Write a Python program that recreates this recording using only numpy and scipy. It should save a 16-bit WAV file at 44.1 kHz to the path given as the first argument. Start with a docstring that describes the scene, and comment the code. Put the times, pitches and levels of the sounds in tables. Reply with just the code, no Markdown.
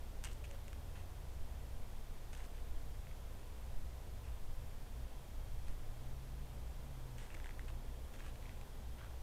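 """Gravel crunches and pebbles click as a deer walks slowly over a yard at night, some metres from a
fixed outdoor camera. Each hoof makes the stones slip and knock together, and these brief contacts
excite a damped ring and a bright snap. One soft hollow tone sounds among the first steps.
Underneath lie low rumble with puffs of air, the slowly beating hum of far machines, a distant engine
that rises and falls, a wash of traffic and the hiss of the microphone."""
import sys
import numpy as np
from scipy import signal
from scipy.fft import rfft, irfft
from scipy.io import wavfile
from scipy.ndimage import uniform_filter1d

SR = 44100
rng = np.random.default_rng(int(sys.argv[2]) if len(sys.argv) > 2 else 0)


def to_wav(sig):
    """Store sig (one row per channel, or 1-D mono) as 16-bit WAV at the path in sys.argv[1].

    Samples outside -1..1 are clipped; the rate is SR.
    """
    pcm = np.clip(np.atleast_2d(sig), -1, 1) * 32767
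    pcm = np.round(pcm).astype(np.int16)
    wavfile.write(sys.argv[1], SR, pcm.T)  # frames by channels


N = 406602

# The loudest pebbles, kicked or cracked under a hoof. Each row: start in seconds, relative level in dB,
# ring frequency in Hz, snap over knock in dB.
PEBBLE_IMPACTS = [(0.239, -51.5, 1830, 1), (0.2405, -52.5, 1710, -1), (0.2467, -51, 1700, 4),
                  (0.2528, -50.5, 2400, -1), (0.256, -57, 2060, 2), (0.332, -69, 2330, 10),
                  (0.5122, -55.5, 1910, -4), (0.6812, -55.5, 2140, -5), (0.7308, -54.5, 1800, -8.5),
                  (2.332, -54.5, 1750, -7), (2.375, -67, 2000, 6), (2.404, -55, 1980, -15),
                  (3.07, -58, 2220, -16), (3.113, -59.5, 2420, -22), (5.6832, -58.5, 2310, -4),
                  (7.1833, -56.5, 1990, -4), (7.3035, -55.5, 2640, -25), (7.3682, -59, 1620, -12),
                  (7.4006, -54.5, 1850, -13), (7.4434, -53, 2290, -10), (7.4589, -50, 1640, -16),
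                  (7.469, -54.5, 1830, -14), (7.492, -53.5, 2130, -14), (7.508, -55, 1980, -16),
                  (7.594, -48.5, 2100, -18), (8.2054, -54, 1450, -24), (8.264, -54, 1810, -11),
                  (8.3574, -58.5, 2480, -11), (8.4268, -60, 2430, -12), (8.456, -56, 2520, -26),
                  (8.4937, -55, 2400, -15), (8.613, -57, 2320, -8), (9.0148, -56.5, 1560, -19),
                  (9.0455, -54, 1640, -17)]
# A hoof presses or drags the gravel. Each row: start in seconds, length in seconds, relative level in dB,
# ring frequency in Hz, snap over knock in dB.
HOOF_PRESSES = [(0.245, 0.025, -53.5, 1600, -7), (0.267, .007, -58, 3000, -8),
                (0.285, .025, -65, 1400, -10), (0.309, .02, -62, 1550, -5), (0.439, .018, -56.5, 2800, -8),
                (0.502, .055, -68, 2200, -10), (0.95, .06, -63, 1910, -10), (2.329, 0.013, -60, 1850, -4),
                (2.364, .09, -65, 1900, -6), (2.539, .05, -68, 1650, -8), (4.234, .055, -69, 2700, -10),
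                (5.668, 0.062, -67.5, 1950, -8), (7.18, 0.076, -62, 2100, -7.5),
                (7.305, .04, -64, 2720, -9), (7.343, 0.011, -57.5, 2420, -8), (7.361, .15, -72, 2000, -8),
                (7.68, 0.018, -57.5, 1610, -11), (8.136, .02, -61.5, 2200, -8),
                (8.188, 0.037, -62.5, 1450, -9), (8.237, 0.065, -62.5, 1600, -10),
                (8.43, 0.086, -71, 2500, -10), (8.983, 0.087, -64, 1650, -17)]

def hooves(pebble_db=0.96, crunch_db=-1.0, loose_per_s=55, loose_db=1, settle_s=.015, scatter_octaves=.12):
    """Granular flow: gravel yields under each hoof and shakes pebbles loose; larger ones knock clearly."""
    mix = np.zeros(N)
    for start, *impact in PEBBLE_IMPACTS:
        add(mix, start, gain_of(pebble_db) * pebble(*impact))
    for start, length, db, ring_hz, snap_db in HOOF_PRESSES:
        add(mix, start, gain_of(crunch_db) * crunch(length, db, ring_hz, snap_db))
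        for delay in np.cumsum(rng.exponential(1 / loose_per_s, size=14)):
            loose_hz = ring_hz * 2 ** (scatter_octaves * rng.standard_normal())
            knock = pebble(db + loose_db, loose_hz, snap_db)
            if delay < length + settle_s:
                add(mix, start + delay, knock)
    return mix

def crunch(length, db, ring_hz, snap_db, slips_per_s=3500, rise_s=.00063, release_s=.0022, size=8192):
    """Stick-slip friction: many tiny slips while the hoof bears down, dying away as the stones settle."""
    t = np.arange(size) / SR
    pressure = (1 - np.exp(-t / rise_s)) * np.exp(-.5 * t / length - np.maximum(t - length, 0) / release_s)
    unevenness_db = 3 * np.minimum(rng.exponential(1, size), 3)
    strength = gain_of(unevenness_db) * rng.choice([-1, 1], size)
    slips = pressure * strength * (rng.random(size) < slips_per_s / SR)
    return stones(slips, length, db, ring_hz, snap_db, ring_s=.00057, ring_db=-15)

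def pebble(db, ring_hz, snap_db, chatter_s=.0011, size=1024):
    """Impact: one hard impulse between two stones, then an exponentially decaying chatter."""
    contacts = .56 * rng.standard_normal(size) * np.exp(-np.arange(size) / SR / chatter_s)
    contacts[0] = 2
    return stones(contacts, .0027, db, ring_hz, snap_db, ring_s=.00038, ring_db=-11)

# Spectra of stones knocking and of their edges snapping. Each row: frequency in Hz, relative gain in dB.
KNOCK_SPECTRUM = [(300, -16), (800, -5), (1300, -3.5), (1800, 0), (2700, 3.5), (3300, -0.5), (4300, -9),
                  (7000, -48), (16000, -44)]
SNAP_SPECTRUM = [(1000, -30), (3000, 1), (4400, -3), (5300, 0.5), (6300, 6), (7700, 4.5), (9500, 3),
                 (10400, -6.5), (14000, -9.5), (16000, -20)]

def stones(contacts, length, db, ring_hz, snap_db, ring_s, ring_db, ring_loss=.74):
    """Impulse response: contacts excite a knock, a damped mode and a snap; more snap means less ring."""
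    t = np.arange(len(contacts)) / SR
    mode = np.sin(2 * np.pi * ring_hz * t) * np.exp(-t / ring_s)
    broad = colour(contacts, KNOCK_SPECTRUM)
    ringing = signal.fftconvolve(broad, mode)[:len(t)]
    knock = gain_of(ring_db - ring_loss * snap_db) * unit_rms(ringing) + unit_rms(broad)
    snap = colour(contacts, SNAP_SPECTRUM)
    return gain_of(db) * (with_energy(knock, length) + gain_of(snap_db) * with_energy(snap, length))

def yard_echoes(x, wet_db=-12, t60=.35, echoes_per_s=2000, size=12000):
    """Scattering: the ground and things around return weak, decaying reflections."""
    t = np.arange(size) / SR
    echoes = rng.standard_normal(size) * (rng.random(size) < echoes_per_s / SR)
    echoes *= gain_of(-60 * t / t60) * (t > .003)
    return x + gain_of(wet_db) * signal.fftconvolve(x, echoes / np.linalg.norm(echoes))[:N]

# One hollow tone. Its row: start in seconds, length in seconds, frequency in Hz, level in dB.
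HOLLOW_NOTE = (0.483, .088, 558, -61.5)

def hollow_tone():
    """Tone burst: a short sinusoid whose tapered ends keep it soft and nearly pure."""
    start, length, hz, db = HOLLOW_NOTE
    t, mix = np.arange(int(length * SR)) / SR, np.zeros(N)
    taper = signal.windows.tukey(len(t), .5)
    add(mix, start, gain_of(db) * np.sqrt(2) * taper * np.sin(2 * np.pi * hz * t))
    return mix

# Spectra of the rumble and of a puff of air. Each row: frequency in Hz, relative density in dB.
RUMBLE_SPECTRUM = [(3, -5), (12, -4.5), (22, -2.5), (28, -8.5), (37, -6), (50, -12.5), (62, -7), (70, -15),
                   (80, -15), (92, -18), (122, -16.5), (150, -26), (230, -44.5), (600, -68)]
PUFF_SPECTRUM = [(2, -8), (6, 4), (14, -4.5), (25, -12), (50, -25), (100, -30), (300, -73)]
# Slow drift of the rumble. Each row: time in seconds, level in dB.
RUMBLE_DRIFT = [(0, -47.5), (0.9, -49.5), (2.5, -47.5), (3.6, -48.5), (5.3, -47), (7.8, -50), (9.22, -48.5)]
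# Puffs of air. Each row: peak time in seconds, Gaussian width in seconds, peak level in dB.
AIR_PUFFS = [(1.4, .06, -40.5), (1.95, 0.24, -46), (2.8, 0.09, -39.5), (3.77, 0.04, -35.5),
             (4.55, 0.21, -42.5), (5.7, 0.14, -39), (6.13, 0.053, -40.5)]

def rumble():
    """Low-frequency pressure fluctuation: deep outdoor noise, with puffs of air on the microphone."""
    t = np.arange(N) / SR
    wind = sum(gain_of(db) * np.exp(-.5 * ((t - peak) / width) ** 2) for peak, width, db in AIR_PUFFS)
    low, puff = noise(RUMBLE_SPECTRUM), noise(PUFF_SPECTRUM)
    # Hold each noise's power steady over a quarter second, so the envelopes set the swells.
    low, puff = (x / np.sqrt(uniform_filter1d(x ** 2, size=SR // 4)) for x in (low, puff))
    return gain_of(np.interp(t, *np.transpose(RUMBLE_DRIFT))) * low + wind * puff

# Far machines humming in pairs. Each row: frequency in Hz, level in dB, beat rate in Hz,
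# partner's relative level in dB, time of one swell in seconds.
MACHINE_PAIRS = [(27.2, -51.5, 0.389, -7.5, 2.55), (58.53, -56, 0.787, -3, 0.19)]
# Faint steady tones, from low hums to high whines. Each row: centre frequency in Hz, level in dB,
# half-width in Hz.
STEADY_TONES = [(62.53, -62, 0.52), (84.1, -62.5, 0.51), (238.5, -77, 2.3), (1013, -81.5, 8.7),
                (3220, -82.5, 44), (3540, -83.5, 130)]

def machine_hum(wander_hz=.6):
    """Beating: machines of nearly equal speed interfere; narrow bands of noise add faint steady tones."""
    t, mix = np.arange(N) / SR, np.zeros(N)
    for hz, db, beat_hz, partner_db, swell_s in MACHINE_PAIRS:
        wander = wander_hz * noise([(.5, -.5), (3, -.5), (10, -30.5), (100, -120)])
        cycles = np.cumsum(hz + wander) / SR
        partner = gain_of(partner_db) * np.sin(2 * np.pi * (cycles + beat_hz * (t - swell_s)))
        mix += gain_of(db) * np.sqrt(2) * (np.sin(2 * np.pi * cycles) + partner)
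    bins_hz = np.fft.rfftfreq(N, 1 / SR)
    for centre, db, half_width in STEADY_TONES:
        band = rfft(rng.standard_normal(N)) / (1 + ((bins_hz - centre) / half_width) ** 2)
        mix += gain_of(db) * unit_rms(irfft(band, N))
    return mix

# An engine revs up, eases off and pulls twice more. Each row: time in seconds, firing rate in Hz,
# relative level in dB.
ENGINE_REVS = [(5.2, 96, -62), (5.75, 109.5, -63.5), (6.0, 121, -51), (6.701, 149, -61), (6.87, 137, -55),
               (7.171, 120.5, -50), (7.33, 111.2, -67), (7.78, 118.7, -54), (8.1, 128.5, -70.5),
               (8.401, 119.8, -55.5), (8.65, 113.5, -62), (9.22, 108, -58)]

def distant_engine(level_db=-2, octave_db=-18, waver=.00601, fade_s=.2):
    """Periodic firing: from far away only the fundamental and a trace of the second harmonic arrive."""
    times, hz, db = np.transpose(ENGINE_REVS)
    t = np.arange(N) / SR
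    jitter = waver * noise([(1, 2), (10, 6), (40, -33), (200, -120)])
    firing_hz = np.interp(t, times, hz) * (1 + jitter)
    phase = 2 * np.pi * np.cumsum(firing_hz) / SR
    note = np.sqrt(2) * (np.sin(phase) + gain_of(octave_db) * np.sin(2 * phase))
    fade = np.clip(np.minimum(t - times[0], times[-1] - t) / fade_s, 0, 1)
    return fade * gain_of(level_db + np.interp(t, times, db)) * note

# Spectrum of far traffic. Each row: frequency in Hz, relative density in dB.
TRAFFIC_SPECTRUM = [(100, -4.5), (190, 2.5), (320, 0.5), (700, -5), (950, -6), (1400, -21.5), (4000, -61)]
# Slow drift of the traffic. Each row: time in seconds, level in dB.
TRAFFIC_DRIFT = [(0, -66), (1, -67), (3, -67), (5, -68), (6.5, -66.5), (7.5, -64.5), (8.4, -64),
                 (9.22, -66.5)]

def far_traffic():
    """Amplitude-modulated noise: a dull wash of traffic that swells a little near the end."""
    level_db = np.interp(np.arange(N) / SR, *np.transpose(TRAFFIC_DRIFT))
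    return gain_of(level_db) * noise(TRAFFIC_SPECTRUM)

# Spectrum of night air and microphone hiss. Each row: frequency in Hz, relative density in dB.
HISS_SPECTRUM = [(60, -33), (200, -33.5), (340, -39), (450, -35.5), (750, -37.5), (1000, -41.5),
                 (1250, -44), (1800, -46), (3000, -49), (4500, -51.5), (7500, -53.5), (10500, -54.5),
                 (14800, -54.5), (16000, -72)]

def hiss(level_db=-60):
    """Stationary broadband noise: the even hiss of night air and the microphone."""
    return gain_of(level_db) * noise(HISS_SPECTRUM)

def gain_of(db):
    """Decibels to amplitude."""
    return 10 ** (np.asarray(db) / 20)

def unit_rms(x):
    """Normalises to an rms of one."""
    return x / np.sqrt(np.mean(x ** 2) + 1e-20)

def with_energy(x, length):
    """Scales a burst to the energy of a unit-rms sound lasting length seconds."""
    return x * np.sqrt(length * SR / (np.sum(x ** 2) + 1e-20))

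def gain_at(spectrum, hz):
    """Amplitude of a spectrum, interpolated in dB on a log-frequency axis."""
    points_hz, db = np.transpose(spectrum)
    return gain_of(np.interp(np.log(hz + 1), np.log(points_hz + 1), db))

def noise(spectrum):
    """Spectral shaping: steady Gaussian noise with an rms of one."""
    white = rfft(rng.standard_normal(N))
    return unit_rms(irfft(white * gain_at(spectrum, np.fft.rfftfreq(N, 1 / SR)), N))

def colour(x, spectrum, size=512):
    """Minimum-phase filtering: the response is causal, so attacks stay sharp."""
    log_gain = np.log(gain_at(spectrum, abs(np.fft.fftfreq(size, 1 / SR))))
    taps = np.fft.ifft(np.exp(np.conj(signal.hilbert(log_gain)))).real
    return signal.fftconvolve(x, taps[:size // 2])[:len(x)]

def add(mix, start_s, sound):
    """Superposes a sound on the mix."""
    part = mix[max(round(start_s * SR), 0):][:len(sound)]
    part += sound[:len(part)]

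def scene():
    """Superposition: the steps and their echoes over the night background, in mono."""
    background = hiss() + far_traffic() + rumble() + machine_hum() + distant_engine()
    return (yard_echoes(hooves()) + hollow_tone() + background)[None]

def record(dry):
    """Band limiting: the camera passes sound up to 15850 Hz."""
    lowpass = signal.firwin(511, 15850, window=("kaiser", 9), fs=SR)
    return signal.oaconvolve(dry, lowpass[None], "same")

dry = scene()
out = record(dry)
to_wav(out)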